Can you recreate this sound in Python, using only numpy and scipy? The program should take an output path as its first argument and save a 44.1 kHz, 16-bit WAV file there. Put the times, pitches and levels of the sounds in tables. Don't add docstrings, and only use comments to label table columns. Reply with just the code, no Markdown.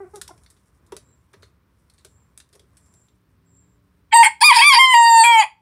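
import sys
import numpy as np
from scipy import signal
from scipy.fft import rfft, irfft, next_fast_len
from scipy.io import wavfile
from scipy.ndimage import uniform_filter1d, minimum_filter1d, map_coordinates

SR = 44100
rng = np.random.default_rng(int(sys.argv[2]) if len(sys.argv) > 2 else 0)


def convert_level_to_amplitude(level_db):
    exponent = np.asarray(level_db, float) / 20
    return 10 ** exponent


def output_pcm(signal):
    pcm = np.clip(np.atleast_2d(signal).T, -1, 1) * 32767
    wavfile.write(sys.argv[1], SR, np.round(pcm).astype(np.int16))


N = 247401

# time_s, traffic_db, shavings_rustle_db
AIR = [(0.0, -60.5, -82), (0.35, -64.5, -79), (0.63, -67, -84), (1.0, -64, -92), (1.2, -67.5, -90),
       (1.39, -62, -84), (1.61, -67, -96), (1.9, -67, -84), (2.23, -67, -90), (2.57, -68, -92),
       (2.9, -66, -80), (3.2, -69, -93), (3.64, -67, -95), (4.1, -69.5, -92)]
# frequency_hz, density_db
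TRAFFIC = [(25, -21.5), (62, 6), (139, -6), (500, -19.5), (772, -26), (1050, -19), (2500, -33.5),
           (4500, -120)]
# frequency_hz, density_db
HISS = [(900, -33), (1500, -7.5), (2900, -9), (5500, -14), (7700, -25), (10000, -22.5), (15700, -12)]
# frequency_hz, level_db
ENGINE = [(107.7, -66.5), (172.3, -68.5), (274.5, -73.5), (393.0, -78.5), (565.2, -88)]
# time_s, level_db
PASSING = [
    (2.7, -12),
    (3.0, -9),
    (3.55, 2),
    (3.9, -3),
    (4.1, -4),
]
# time_s, gain_db
GAIN = [
    (4.1, 7.5),
    (4.2, 4),
    (4.6, 9.5),
    (5.0, -5.5),
    (5.6, 2),
]
# start_s, length_s, level_db, pitch_hz
CHEEPS = [
    (0.94, .035, -62, 8000),
    (1.033, .12, -79, 3960),
]
# start_s, length_s, level_db
BUZZ = [
    (0.99, 0.21, -59),
    (2.048, 0.23, -59),
    (2.809, 0.304, -58),
    (3.46, 0.29, -56.5),
]
# frequency_hz, t60_s
COOP = [(500, 0.16), (1600, 0.16), (4200, 0.2), (11000, 0.15)]

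# start_s, level_db, bright_over_hollow_db, t60_s
TICKS = [(0.14, -59, 7, .1), (0.1485, -54.5, 9, 0.14), (0.158, -39.5, 9.5, 0.095), (.2144, -28, 4, 0.033),
         (0.22, -35, 7, 0.03), (0.278, -38, 3.5, 0.084), (0.377, -56.5, 1.5, 0.071),
         (0.4356, -55, 6, 0.089), (0.4622, -47, -12, 0.044), (0.5023, -49, 7.5, 0.097),
         (0.566, -61.5, -3, 0.12), (0.8646, -60.5, 4, 0.097), (0.921, -41.5, 2, 0.051),
         (.966, -38, 2, 0.068), (1.3325, -53, -3.5, 0.081), (1.3383, -51, -16, 0.077),
         (1.424, -55, -3, 0.22), (1.432, -58, -13, 0.14), (1.8987, -52.5, 6, 0.056),
         (1.9377, -64, 1, 0.093), (1.981, -57.5, -7.5, 0.19), (2.0478, -42.5, -1, 0.063),
         (2.376, -36.5, 11.5, 0.059), (2.4018, -44.5, -2.5, 0.058), (2.4904, -63, -.5, 0.05),
         (2.5285, -54.5, -0.5, 0.16), (2.553, -48.5, 10, 0.053), (2.5948, -50, 4, 0.054),
         (2.7696, -49.5, 8.5, 0.1), (2.859, -62, 8, 0.11), (2.9388, -53, 5, 0.06), (3.085, -59, -12, .05)]
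# start_s, level_db
THUDS = [(.1486, -44), (.161, -42), (.2144, -45), (0.279, -45.5), (.3513, -55), (.3759, -59), (.5039, -67),
         (.5654, -58), (0.8655, -60), (0.9197, -25), (.966, -39.5), (1.3365, -42.5), (1.4249, -45),
         (2.0485, -44), (2.376, -59), (2.5275, -54), (2.543, -46), (2.5532, -43), (2.5957, -48),
         (2.63, -54), (2.9392, -55)]
# start_s, level_db, ring_hz
RAPS = [(.2144, -38, 3500), (.2155, -42, 1650), (.5019, -51, 10000), (.921, -46, 3500), (.9225, -38, 830),
        (.966, -46, 8500), (1.3365, -45, 1650), (1.3374, -46, 1200), (1.429, -43, 1500), (1.431, -46, 4200),
        (1.8987, -51, 4300), (1.9375, -57, 8600), (1.985, -56, 8400), (2.0478, -46, 8800),
        (2.376, -50, 9000), (2.4016, -54, 4100), (2.5955, -52, 3310), (2.77, -56, 2750), (2.772, -49, 9000)]
# frequency_hz, width_hz, level_db
PLANK = [(169, 29, -13), (402, 53, 2.5), (610, 120, -9), (950, 210, -16.5)]
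# frequency_hz, density_db
HOLLOW = [(880, -17), (1500, -5.5), (2880, -14), (3580, -4), (4620, -5.5), (5500, -10), (7150, -17),
          (12100, -120)]
# frequency_hz, density_db
BRIGHT = [(3240, -33.5), (5500, 0.5), (6420, -4.5), (8730, 2.5), (9740, 1.5), (14500, -18), (15700, -25.5)]

# start_s, length_s, pitch_hz, level_db, overtones_db
CLUCKS = [
    (0, 0.054, 402, -37.5, 5.5),
    (0.057, 0.0227, 382, -44.5, 6),
    (0.134, 0.0514, 428, -38.5, 10.5),
    (0.306, 0.0052, 350, -31.5, 14),
]
# frequency_hz, width_hz, level_db
HEN_THROAT = [(403, 62, 16), (810, 210, 2), (1260, 420, -4.5), (1600, 77, -5.5), (1920, 130, -14),
              (2290, 300, -34)]
# time_s, pitch_hz, level_db
PEEP = [
    (.287, 1046, -72),
    (.293, 950, -39),
    (.303, 700, -51),
]
CLUCK_SAG, CLUCK_SCOOP = 56, 0.019
CLUCK_ATTACK_S, CLUCK_FADE_DB, BEAK_SHUT_DB_PER_S = 0.009, 7.5, 192

NOTES = [
    [(4.114,), (4.285,)],
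    [(4.408,), (5.455,)],
]
# start_s, first_hz, middle_hz, last_hz, chaos_periods
REGISTERS = [(4.114, 890, 895, 900, .07), (4.137, 900, 915, 928, .012), (4.15, 928, 942, 955, .003),
             (4.167, 909, 929, 922, .002), (4.231, 920, 920, 920, .2), (4.268, 915, 905, 900, .05),
             (4.407, 930, 900, 850, .03), (4.413, 825, 845, 885, .004), (4.425, 900, 960, 1040, .004),
             (4.434, 1085, 1170, 1208, .006), (4.447, 1210, 1228, 1215, .002),
             (4.476, 1215, 1198, 1165, .022), (4.497, 1150, 1095, 1065, .025), (4.513, 985, 940, 925, .02),
             (4.526, 1000, 1000, 960, .13), (4.561, 935, 912, 930, .055), (4.579, 930, 925, 920, .08),
             (4.596, 905, 935, 990, .018), (4.612, 1000, 1020, 1040, .08), (4.619, 1080, 1120, 1150, .03),
             (4.648, 1150, 1179, 1182, .001), (4.692, 1182, 1105, 1085, .001),
             (4.719, 1085, 1070, 1052, .04), (4.733, 1040, 1025, 1000, .08), (4.748, 950, 945, 950, .075),
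             (4.765, 920, 935, 975, .016), (4.787, 1057, 1042, 1011, .0024), (4.937, 950, 944, 941, .02),
             (4.949, 941, 925, 899, .0012), (5.235, 938, 944, 947, .03), (5.258, 946, 944, 925, .002),
             (5.325, 921, 915, 905, .004), (5.355, 905, 890, 866, .01), (5.401, 866, 832, 780, .012),
             (5.424, 770, 610, 400, .04)]
ONSET_CHAOS, ONSET_S = .15, .004
SLIDE_CHAOS, SLIDE_S = 2e-6, .006
SLIDE_FREE, SLIDE_TOP = 600, 3500
# time_s, delay_periods
DOUBLING = [
    (5.236, 0),
    (5.238, .08),
    (5.34, .075),
    (5.41, .045),
    (5.43, .14),
]
# frequency_hz, width_hz, level_db
PIPE = [(870.7, 100, 0), (1921, 149, -3), (2330, 275, -2), (3256, 84, -5.5), (4450, 260, -44),
        (4668, 214, -6), (5740, 340, -56), (7537, 217, -10), (8175, 80, -6.5), (9040, 330, -27.5),
        (10010, 480, -31), (12800, 190, -31.5), (14100, 740, -40), (15500, 600, -44)]
# frequency_hz, width_hz, level_db
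GAPING = [(949, 64, -6), (1656, 183, -10), (2358, 160, -5.5), (3266, 290, -13.5), (4706, 234, -1),
          (5330, 810, -27), (7460, 550, -28.5), (9525, 170, -13), (10850, 460, -25), (14000, 900, -53.5)]
# frequency_hz, width_hz, depth_share
SHUT_NOTCH = (6180, 300, 0.51)
PIPE_EDGES_HZ = [1330, 4000, 6200, 8900]
SHUT_DB = [1, -5, -13, -8, -7]
WIDE_DB = [1.5, -6, -13, -11.5, -10]
PRESS_SHARE = [0.021, 0.79, 0.85, 0.78, 0.76]
AIM_SHARE = [0.25, 0.048, 0.55, 0.6, 1.33]
# time_s, level_db
AIM = [(4.125, -17), (4.145, 10), (4.168, 5), (4.19, 1), (4.26, 3.5), (4.42, 0.5), (4.6, 1), (4.78, -4),
       (4.87, -10), (4.95, 1), (5.12, 2), (5.21, 6.5), (5.3, 0), (5.42, -2)]
# time_s, level_db, beak_opening_share, pressing_db
SHORT = [
    [(4.114, -45.5, 0.65, 11.5), (4.121, -39.5, 0.1, 13), (4.13, -10, 0, 8), (4.139, -1.5, 0, -2.5),
     (4.155, -3, 0.05, -2), (4.168, -5, 0.07, -1.5)],
    [(4.18, -4.5, .21, 0.5), (4.228, -3.5, 0.3, -3.5), (4.24, -12.5, .4, 13), (4.26, -11.5, 0.33, 14.5),
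     (4.272, -11, 0.15, -4.5), (4.285, -17.5, .35, 0)],
]
# time_s, level_db, beak_opening_share, pressing_db
WARBLE = [
    [(4.408, -30.5, 1, 6.5), (4.418, -9, 0.97, 1.5), (4.431, -1, .89, -7.5), (4.44, -7, 0.81, 4.5),
     (4.466, -4, 0.99, 7.5), (4.49, -8, 0.6, -1), (4.508, -2.5, 0.7, -3), (4.52, -2.5, 0.6, -9),
     (4.538, -20, 1, 22)],
    [(4.555, -14, 0.83, 9), (4.568, -5.5, 1, 0.5), (4.585, -3.5, 0.72, -0.5), (4.593, -8.5, 0.93, 6),
     (4.607, -3, .83, 0), (4.614, -10.5, 0.64, 1.5), (4.623, -7, 0.66, 6)],
    [(4.65, -10.5, .88, 6.5), (4.675, -6.5, 1, 1), (4.715, -10, 0.57, 3), (4.74, -5, 0.94, 7),
     (4.762, -8, 0.71, 2.5), (4.778, -2, .78, -0.5), (4.787, -2.5, 0.54, -8)],
]
# time_s, level_db, beak_opening_share, pressing_db
HELD = [
    [(4.795, -6.5, 0.44, 4.8), (4.81, 1.5, 0.49, 5), (4.87, -14, 0.6, 1.2), (4.93, -10, 0.51, 7.5)],
    [(4.945, -7.5, 0.28, 0.5), (5.1, -8, 0.095, -0.5), (5.228, -6.5, 0.1, -1), (5.245, -10.5, 0.29, -0.5),
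     (5.285, -10, .25, 2), (5.37, -8.5, 0.37, -7.5), (5.4, -7, 0.25, 3), (5.42, -15, 0.31, 0),
     (5.455, -30.5, 0.32, -11.5)],
]
# frequency_hz, level_db
WHISTLE = [(830, -10), (1650, -10), (2490, 3), (3230, -4), (4070, -19.5), (4890, -22), (9800, -9.5)]
# frequency_hz, level_db
RASP = [(1560, -6.5), (1875, 0.5), (2160, 2.5), (2370, -7), (2830, -9.5), (3050, -16), (3250, -12),
        (4400, -13), (7350, -8.5), (8050, -13.5)]
# start_s, length_s, level_db
WHISTLES = [
    (4.419, 0.02, -21),
    (4.52, 0.018, -18),
    (4.54, .024, -25.5),
    (4.582, 0.017, -13),
    (4.605, 0.041, -17.5),
    (4.738, 0.03, -12.5),
    (5.238, 0.028, -20),
    (5.411, 0.034, -29),
]
# start_s, length_s, level_db
RASPS = [
    (4.12, 0.023, -26.5),
    (4.228, 0.052, -16.5),
]


def unit(x):
    return x / np.sqrt(np.mean(x ** 2) + 1e-20)


def along(points, hz):
    f, v = np.transpose(points)
    return np.interp(np.log(hz + 1), np.log(f + 1), v)


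def curves(rows):
    s, *cols = np.transpose(rows)
    return [np.interp(np.arange(N) / SR, s, c) for c in cols]


def within(starts, lengths):
    t = np.arange(N) / SR
    k = np.maximum(np.searchsorted(starts, t) - 1, 0)
    return k, np.clip((t - starts[k]) / lengths[k], 0, 1)


def sounding(tables, fade):
    t = np.arange(N) / SR
    gates = []
    for rows in tables:
        inside = np.minimum(t - rows[0][0], rows[-1][0] - t)
        gates.append(np.clip(inside / fade + 1, 0, 1))
    return np.max(gates, axis=0)


def wobble(rate):
    at = np.arange(0, N + 8, 8)
    knots = rng.standard_normal(int(N * rate / SR) + 4)
    return np.interp(np.arange(N), at, map_coordinates(knots, [at * rate / SR], order=2))


def filtered(x, response):
    m = next_fast_len(len(x) + 8192)
    return irfft(rfft(x, m) * response(np.fft.rfftfreq(m, 1 / SR)), m)[:len(x)]


def resonances(modes):
    def response(f):
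        total = 0
        for k, (centre, width, db) in enumerate(modes):
            damping = 1j * f * width
            total = total + (-1) ** k * convert_level_to_amplitude(db) * damping / (centre ** 2 - f ** 2 + damping)
        return total
    return response


def noise(spectrum, size=N):
    return unit(filtered(rng.standard_normal(size), lambda hz: convert_level_to_amplitude(along(spectrum, hz))))


def steady(x, span):
    return x / np.sqrt(np.abs(uniform_filter1d(x ** 2, int(span * SR))) + 1e-12)


def pulses(pitch_hz, chaos, late, scatter, weak):
    turns = np.cumsum(pitch_hz) / SR
    k = np.arange(1, int(turns[-1]))
    at = np.interp(k, turns, np.arange(N))
    i = at.astype(int)
    luck = rng.standard_normal((N // 20, 2))[:len(k)]
    swing = late[i] * (-1) ** k
    at = at + (chaos[i] * luck[:, 0] + swing) * SR / pitch_hz[i]
    size = 1 + scatter * chaos[i] * luck[:, 1] - weak * swing
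    taps = np.floor(at)[:, None] + np.arange(-15, 17)
    offset = taps - at[:, None]
    shape = np.sinc(offset) * np.cos(np.pi * offset / 32) ** 2
    return np.bincount(np.clip(taps, 0, N - 1).astype(int).ravel(), (size[:, None] * shape).ravel(), N)


def patchy(x, depth_db):
    z = signal.stft(x, nperseg=512)[2]
    field = rng.standard_normal(z.shape)
    for axis in (-2, -1, -2, -1):
        field = uniform_filter1d(field, size=7, axis=axis)
    return signal.istft(z * convert_level_to_amplitude(depth_db * unit(field)), nperseg=512)[1][..., :N]


def air():
    traffic_db, rustle_db = curves(AIR)
    hum = noise(TRAFFIC) * convert_level_to_amplitude(traffic_db + 1.2 * wobble(3.2) + 0.53 * wobble(17))
    turns = np.cumsum(1 + 0.071 * wobble(7.9)) / SR
    engine = sum(convert_level_to_amplitude(db - 3.0) * np.sin(2 * np.pi * hz * turns) for hz, db in ENGINE)
    engine = engine * convert_level_to_amplitude(curves(PASSING)[0])
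    rustle = noise(BRIGHT) * convert_level_to_amplitude(rustle_db + 2.2 * wobble(25) + 2.3 * wobble(300))
    hiss = convert_level_to_amplitude(-83.5) * noise(HISS)
    return (hum + engine + rustle + hiss) * convert_level_to_amplitude(curves(GAIN)[0])


def cheeps():
    start, length, cheep_db, cheep_hz = np.transpose(CHEEPS)
    k, u = within(start, length)
    turns = np.cumsum(cheep_hz[k] * (1 + .012 * wobble(90))) / SR
    swell = np.sqrt(np.abs(np.sin(np.pi * u)))
    return np.sin(2 * np.pi * turns) * convert_level_to_amplitude(cheep_db[k] + 2.5 * wobble(58.4)) * swell


def songbird():
    start, length, phrase_db = np.transpose(BUZZ)
    k, u = within(start, length)
    level_db = phrase_db[k] + np.interp(u, [0, 0.53, 1], [-8.5, 0, -17])
    shake = np.sin(2 * np.pi * np.cumsum(98 + 12 * wobble(51)) / SR)
    pitch_hz = 7510 - 89.5 * u + 180 * shake + 90 * wobble(240)
    whistle = np.sin(2 * np.pi * np.cumsum(pitch_hz) / SR)
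    phrases = sounding([[(s,), (s + span,)] for s, span, _ in BUZZ], 0.022)
    return whistle * convert_level_to_amplitude(level_db + 2.4 * wobble(41.1)) * phrases


def coop(x):
    hz, t, z = signal.stft(rng.standard_normal(SR // 3), SR, nperseg=256)
    walls = convert_level_to_amplitude(-60 * t / along(COOP, hz)[:, None])
    yard = convert_level_to_amplitude(-29.0 - 60 * t / 0.5) / (1 + (hz[:, None] / 3500) ** 3)
    tail = signal.istft(z * (walls + yard), SR, nperseg=256)[1]
    return signal.fftconvolve(np.pad(x, (150, 0)), tail / np.linalg.norm(tail))[:N]


def grit_tick(t, bright_db, t60_s):
    clumps = rng.standard_normal(len(t) // 30 + 1).repeat(30)[:len(t)]
    hollow = convert_level_to_amplitude(min(-bright_db, 0)) * noise(HOLLOW, size=len(t))
    grit = hollow + convert_level_to_amplitude(min(bright_db, 0)) * noise(BRIGHT, size=len(t))
    chips = [(hz, 700, -2) for hz in np.sort(rng.uniform(1600, 10220, size=5))]
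    grit = grit + filtered(grit, resonances(chips))
    crack = convert_level_to_amplitude(-2 - 60 * t / 0.0034) * unit(grit)
    scrape = convert_level_to_amplitude(-4.0 - 60 * (t / np.clip(t60_s, .01, .2)) ** 0.84) * grit * convert_level_to_amplitude(2.7 * clumps)
    return (crack + scrape) * np.minimum(t * SR / 8, 1)


def struck_wood(t, modes, t60_s, attack_s):
    ring = unit(filtered(rng.standard_normal(len(t)), resonances(modes)))
    return ring * convert_level_to_amplitude(-60 * t / t60_s) * np.minimum(t / attack_s, 1)


def claws():
    out, t = np.zeros(N + SR), np.arange(SR // 8) / SR

    def add(s, level_db, sound):
        out[round(s * SR):][:len(t)] += convert_level_to_amplitude(level_db) * sound

    for s, tick_db, bright_db, t60_s in TICKS:
        add(s, tick_db, grit_tick(t, bright_db, t60_s))
    for s, thud_db in THUDS:
        add(s, thud_db - 5.0, struck_wood(t, PLANK, t60_s=.085, attack_s=0.0057))
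    for s, rap_db, ring_hz in RAPS:
        add(s, rap_db - 0.5, struck_wood(t, [(ring_hz, 300, 0)], t60_s=0.029, attack_s=0.00047))
    return out[:N]


def hen():
    start, length, cluck_hz, cluck_db, open_db = np.transpose(CLUCKS)
    k, u = within(start, length)
    passed_s = u * length[k]
    pitch_hz = cluck_hz[k] * (1 - CLUCK_SAG * passed_s ** 2 - CLUCK_SCOOP * (1 - u) ** 4)
    puffs = pulses(pitch_hz, np.full(N, .002), np.zeros(N), scatter=3., weak=0)
    open_db = open_db[k] - BEAK_SHUT_DB_PER_S * passed_s
    overtones = convert_level_to_amplitude(open_db) * filtered(puffs, resonances(HEN_THROAT[1:]))
    throat = filtered(puffs, resonances(HEN_THROAT[:1])) - overtones
    throat = filtered(throat, lambda hz: 1 / (1 + (hz / 2150) ** 7))
    breaths = [[(s + CLUCK_ATTACK_S * (s > 0),), (s + span,)] for s, span, *_ in CLUCKS]
    clucks = steady(throat, 0.024) * convert_level_to_amplitude(cluck_db[k] - CLUCK_FADE_DB * u ** 2)
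    clucks = clucks * sounding(breaths, CLUCK_ATTACK_S)
    peep_hz, peep_db = curves(PEEP)
    peep = np.sin(2 * np.pi * np.cumsum(peep_hz) / SR) * convert_level_to_amplitude(peep_db)
    return clucks + peep * sounding([PEEP], .003)


def membranes():
    start, first, middle, last, calm = np.transpose(REGISTERS)
    k, u = within(start, np.diff(start, append=NOTES[-1][-1][0]))
    bend = 2 * u * (1 - u) * (2 * middle - first - last)[k]
    pitch_hz = first[k] * (1 - u) + last[k] * u + bend
    slide = uniform_filter1d(np.abs(np.gradient(pitch_hz)) * SR, int(SLIDE_S * SR))
    t = np.arange(N) / SR
    onset = sum(np.exp(-np.abs(t - note[0][0]) / ONSET_S) for note in NOTES)
    chaos = uniform_filter1d(calm[k], size=200) + ONSET_CHAOS * onset
    chaos = chaos + SLIDE_CHAOS * np.clip(slide - SLIDE_FREE, 0, SLIDE_TOP)
    return pitch_hz, chaos, curves(DOUBLING)[0]


def column(modes, spells):
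    start, length, spell_db = np.transpose(spells)
    k, u = within(start, length)
    lines = 0
    for hz, db in modes:
        turns = np.cumsum(hz * (1 + .025 * wobble(70))) / SR
        lines = lines + convert_level_to_amplitude(db + 4.8 * wobble(90)) * np.sin(2 * np.pi * turns)
    return lines * convert_level_to_amplitude(spell_db[k]) * np.sqrt(np.abs(np.sin(np.pi * u)))


def shut_pipe(hz):
    notch_hz, width_hz, depth = SHUT_NOTCH
    return resonances(PIPE)(hz) * (1 - depth * np.exp(-((hz - notch_hz) / width_hz) ** 2))


def beak_radiation(hz):
    radiated = 1 / (1 + (580 / (hz + 1)) ** 4) / (1 + (290 / (hz + 1)) ** 9)
    sacs = 1
    for centre_hz, width_hz, depth in [(1360, 90, 0.38), (6100, 300, .5), (2770, 110, 0.5)]:
        sacs = sacs - depth * np.exp(-((hz - centre_hz) / width_hz) ** 2)
    return radiated * sacs


def rooster():
    pitch_hz, chaos, late = membranes()
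    drift = 0.0013 * wobble(45) + .001 * wobble(130) + .35 * chaos * wobble(140)
    pitch_hz = uniform_filter1d(pitch_hz, size=130) * (1 + drift)
    late = late + 0.3 * chaos * wobble(60)
    puffs = pulses(pitch_hz, .42 * chaos, late, scatter=3., weak=3.2)

    level_db, wide, press_db = curves([row for part in [*SHORT, *WARBLE, *HELD] for row in part])
    wide = np.clip(wide, 0, 1)
    pipe = (1 - wide) * filtered(puffs, shut_pipe) + wide * filtered(puffs, resonances(GAPING))
    below = [filtered(pipe, lambda hz, edge=edge: 1 / (1 + (hz / edge) ** 24)) for edge in PIPE_EDGES_HZ]
    bands = np.diff([0 * pipe] + below + [pipe], axis=0)
    bands[2:] = patchy(bands[2:], depth_db=5.5)

    groups_db = np.outer(SHUT_DB, 1 - wide) + np.outer(WIDE_DB, wide)
    groups_db = groups_db + np.outer(PRESS_SHARE, press_db) + np.outer(AIM_SHARE, curves(AIM))
    bursts_db = [1.1 * wobble(30) + 26 * np.minimum(chaos, .09) * wobble(110) for _ in bands]
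    voice = steady(np.sum(bands * convert_level_to_amplitude(groups_db + bursts_db), axis=0), 0.021) * convert_level_to_amplitude(level_db + 0.5)
    voice = voice + column(WHISTLE, WHISTLES) + column(RASP, RASPS)
    return filtered(voice * sounding(NOTES, 1 / 400), beak_radiation)


def scene():
    far, steps, clucks, crow = songbird(), claws(), hen(), rooster()
    sent = convert_level_to_amplitude(-12.5) * crow + convert_level_to_amplitude(-8) * clucks + convert_level_to_amplitude(-9.0) * steps + convert_level_to_amplitude(-5.0) * far
    near = crow + clucks + steps
    return (near + convert_level_to_amplitude(-7.0) * far + coop(sent) + air() + cheeps())[None]


def top_cut(x):
    return signal.sosfilt(signal.butter(12, 15890, fs=SR, output="sos"), x)


def record(dry):
    heard = filtered(dry[0], lambda hz: (hz < 15880) / (1 + (hz / 15700) ** 40) / (1 + (48 / (hz + 1)) ** 4))
    bent = filtered(heard ** 2, lambda hz: (hz < 4000) / (1 + (170 / (hz + 1)) ** 4))
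    heard = heard + convert_level_to_amplitude(-31.0) * bent
    needed = minimum_filter1d(np.minimum(.98 / (np.abs(heard) + 1e-9), 1), size=500)
    limited = heard * uniform_filter1d(needed, size=400)
    return top_cut(limited[None])


dry = scene()
out = record(dry)
output_pcm(out)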